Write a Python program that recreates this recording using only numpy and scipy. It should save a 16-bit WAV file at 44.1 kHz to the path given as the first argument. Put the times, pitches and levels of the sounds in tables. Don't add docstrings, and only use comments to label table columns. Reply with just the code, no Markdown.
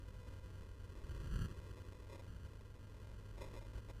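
import sys
import numpy as np
from scipy import signal
from scipy.fft import rfft, irfft
from scipy.io import wavfile
from scipy.ndimage import uniform_filter1d

SR = 44100
rng = np.random.default_rng(int(sys.argv[2]) if len(sys.argv) > 2 else 0)


def file_out(sig):
    cols = np.atleast_2d(sig).T
    lim = np.clip(cols, -1, 1)
    pcm = np.round(lim * 32767).astype(np.int16)
    wavfile.write(sys.argv[1], SR, pcm)


N = 176400
T = np.arange(N) / SR

# time_s, level_db
GUST_LEVELS = [(0, -53.5), (.9, -53.5), (.98, -54), (1.03, -50.5), (1.1, -48), (1.18, -44.5), (1.23, -51),
               (1.55, -57), (1.6, -49.5), (1.66, -56), (1.71, -51.5), (1.82, -55.5), (2.25, -56),
               (2.28, -50), (2.35, -46.5), (2.4, -58), (2.45, -48.5), (2.5, -56), (3.3, -55), (3.46, -50.5),
               (3.64, -55), (3.71, -56.5), (3.76, -46.5), (3.83, -57), (4, -53)]
# frequency_hz, relative_density_db
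RUMBLE_SPECTRUM = [(3, -17), (15, -6.5), (35, 0), (55, 1.5), (80, -4.5), (108, -8), (150, -14),
                   (250, -28.5), (700, -45)]
FIELD_SPECTRUM = [(20, -9), (120, 0.5), (190, -1), (250, 2), (350, -3.5), (440, 1), (500, -3.5),
                  (570, -2.5), (650, -4), (750, -14.5)]
AIRFLOW_SPECTRUM = [(30, -1.5), (120, -13.5), (250, -2.5), (350, 4), (450, -0.5), (540, 0.5), (610, -12),
                    (750, -14)]
WAKE_SPECTRUM = [(5, -24), (20, -6), (40, 8.5), (65, -2.5), (90, 2), (150, -4.5), (215, -12), (270, -19),
                 (700, -43)]
RUSTLE_SPECTRUM = [(50, -24), (200, -12), (300, 4.5), (400, 5), (460, -2), (530, 10.5), (600, 5), (680, 0),
                   (750, -14.5)]
CHANNEL_NOISE_SPECTRUM = [(20, -37), (100, -25), (250, 2), (550, 5), (900, -7), (2000, -23.5),
                          (5000, -30.5), (15000, -32)]
# time_s, pitch_hz
ENGINE_PITCH = [(0, 94), (1, 92), (1.6, 94.5), (2.3, 98), (3.1, 101.5), (4, 106)]
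# time_s, pitch_hz, level_db
DRONE_COURSE = [(0, 59.86, -63), (1.5, 60.2, -64), (2.1, 57.07, -64), (2.6, 58, -64.5), (2.95, 61.6, -62.5),
                (3.3, 52, -56.5), (4, 50, -59.5)]
# centre_s, half_width_s, level_db
WAKE_BUFFETS = [(1.268, 0.041, -46.5), (1.349, 0.024, -37.5), (1.419, 0.039, -39.5), (1.515, 0.012, -49)]
# start_s, length_s, level_db
RUSTLE_EVENTS = [(2.093, 0.012, -56), (2.12, 0.038, -54.5), (2.175, 0.035, -59.5), (2.521, 0.018, -61.5),
                 (3.035, 0.086, -63), (3.377, 0.01, -53), (3.405, 0.044, -50.5), (3.468, 0.0088, -53.5),
                 (3.5, 0.035, -60), (3.536, .052, -53.5), (3.611, 0.02, -58), (3.633, 0.081, -62),
                 (3.73, 0.022, -57), (3.77, 0.0088, -55), (3.869, 0.017, -61), (3.893, 0.0076, -49.5)]
# frequency_hz, gain_db
RECORDER_RESPONSE = [(100, 0), (700, 0), (2000, 0), (5000, -0.5), (10000, -2), (15000, -5.5)]

BIN_HZ = np.fft.rfftfreq(N, 1 / SR)
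HOLD_HZ, INPUT_EDGE_HZ, OUTPUT_EDGE_HZ = 1500, 708.6, 15350
HISS_DB, CHANNEL_NOISE_DB = -88, -87.5


def amp(db):
    return 10 ** (np.asarray(db) / 20)


def unit(x):
    return x / np.sqrt(np.mean(x ** 2) + 1e-20)


def curve(rows, column=1):
    rows = np.array(rows)
    return np.interp(T, rows[:, 0], rows[:, column])


def coloured(x, response):
    hz, db = np.transpose(response)
    gain = amp(np.interp(np.log(BIN_HZ + 1), np.log(hz + 1), db))
    return irfft(rfft(x) * gain, N)


def noise(spectrum):
    return unit(coloured(rng.standard_normal(N), spectrum))


def wander(rate_hz):
    low_pass = np.exp(-(BIN_HZ / rate_hz) ** 2)
    return unit(irfft(rfft(rng.standard_normal(N)) * low_pass, N))


def eddies(spectrum, window_samples):
    x = noise(spectrum)
    running_power = abs(uniform_filter1d(x ** 2, window_samples))
    return x / np.sqrt(running_power + 1e-9)


def wind(field_db=-61, swell_db=1.06):
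    rumble = amp(curve(GUST_LEVELS)) * eddies(RUMBLE_SPECTRUM, window_samples=4400)
    rush = amp(field_db + swell_db * wander(rate_hz=6.3)) * noise(FIELD_SPECTRUM)
    return rumble + rush


def whistle(pitch_hz=502, drift_hz=20, width_hz=14, level_db=-73, swell_db=1.5):
    phase = 2 * np.pi * np.cumsum(pitch_hz + drift_hz * wander(rate_hz=5.96)) / SR
    band = wander(width_hz) * np.cos(phase) + wander(width_hz) * np.sin(phase)
    return amp(level_db) * unit(band * amp(swell_db * wander(rate_hz=2.6)))


def far_engine(level_db=-58, waver_db=1, octave_db=-17):
    phase = 2 * np.pi * np.cumsum(curve(ENGINE_PITCH)) / SR
    hum = unit(np.sin(phase) + amp(octave_db) * np.sin(2 * phase))
    return amp(level_db + waver_db * wander(rate_hz=5)) * hum


def drone(waver_hz=1.7):
    pitch_hz = curve(DRONE_COURSE) + waver_hz * wander(rate_hz=9.3)
    phase = 2 * np.pi * np.cumsum(pitch_hz) / SR
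    return amp(curve(DRONE_COURSE, column=2)) * unit(np.sin(phase))


def glider(pass_s=1.406, pass_db=-55.5, nearest_m=2.18, speed_m_per_s=6.64):
    distance_m = np.hypot(nearest_m, speed_m_per_s * (T - pass_s))
    return amp(pass_db) * nearest_m / distance_m * noise(AIRFLOW_SPECTRUM)


def wake():
    power = sum(amp(db) ** 2 * np.exp(-((T - centre_s) / half_width_s) ** 2)
                for centre_s, half_width_s, db in WAKE_BUFFETS)
    return np.sqrt(power) * eddies(WAKE_SPECTRUM, window_samples=2400)


def rustles(attack_s=.005, release_s=.011, grain_db=1.5):
    power = np.zeros(N)
    for start_s, length_s, db in RUSTLE_EVENTS:
        attack = np.clip((T - start_s) / attack_s, 0, 1)
        release = np.exp(-np.maximum(T - start_s - length_s, 0) / release_s)
        power += (amp(db) * attack * release) ** 2
    friction = eddies(RUSTLE_SPECTRUM, window_samples=400)
    grain = amp(grain_db * wander(rate_hz=270))
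    return np.sqrt(power) * unit(friction * grain)


def scene():
    pressure = wind() + whistle() + far_engine() + drone() + glider() + wake() + rustles()
    return np.tile(pressure, (2, 1))


def sample_and_hold(x, oversampling=32):
    step_centres_s = (np.arange(round(N * HOLD_HZ / SR)) + .5) / HOLD_HZ
    steps = np.interp(step_centres_s, T, x)
    return signal.resample(np.repeat(steps, oversampling), N)


def record(dry):
    attenuation = np.sqrt(1 + np.minimum(BIN_HZ / INPUT_EDGE_HZ, 10) ** 46)
    dull = irfft(rfft(dry.mean(0)) / attenuation, N)
    held = coloured(sample_and_hold(dull), RECORDER_RESPONSE)
    mono = held + amp(HISS_DB) * rng.standard_normal(N)
    channels = np.array([mono + amp(CHANNEL_NOISE_DB) * noise(CHANNEL_NOISE_SPECTRUM) for _ in dry])
    band_limit = signal.firwin(511, OUTPUT_EDGE_HZ, window=("kaiser", 9), fs=SR)
    return signal.oaconvolve(channels, band_limit[None], "same")


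dry = scene()
out = record(dry)
file_out(out)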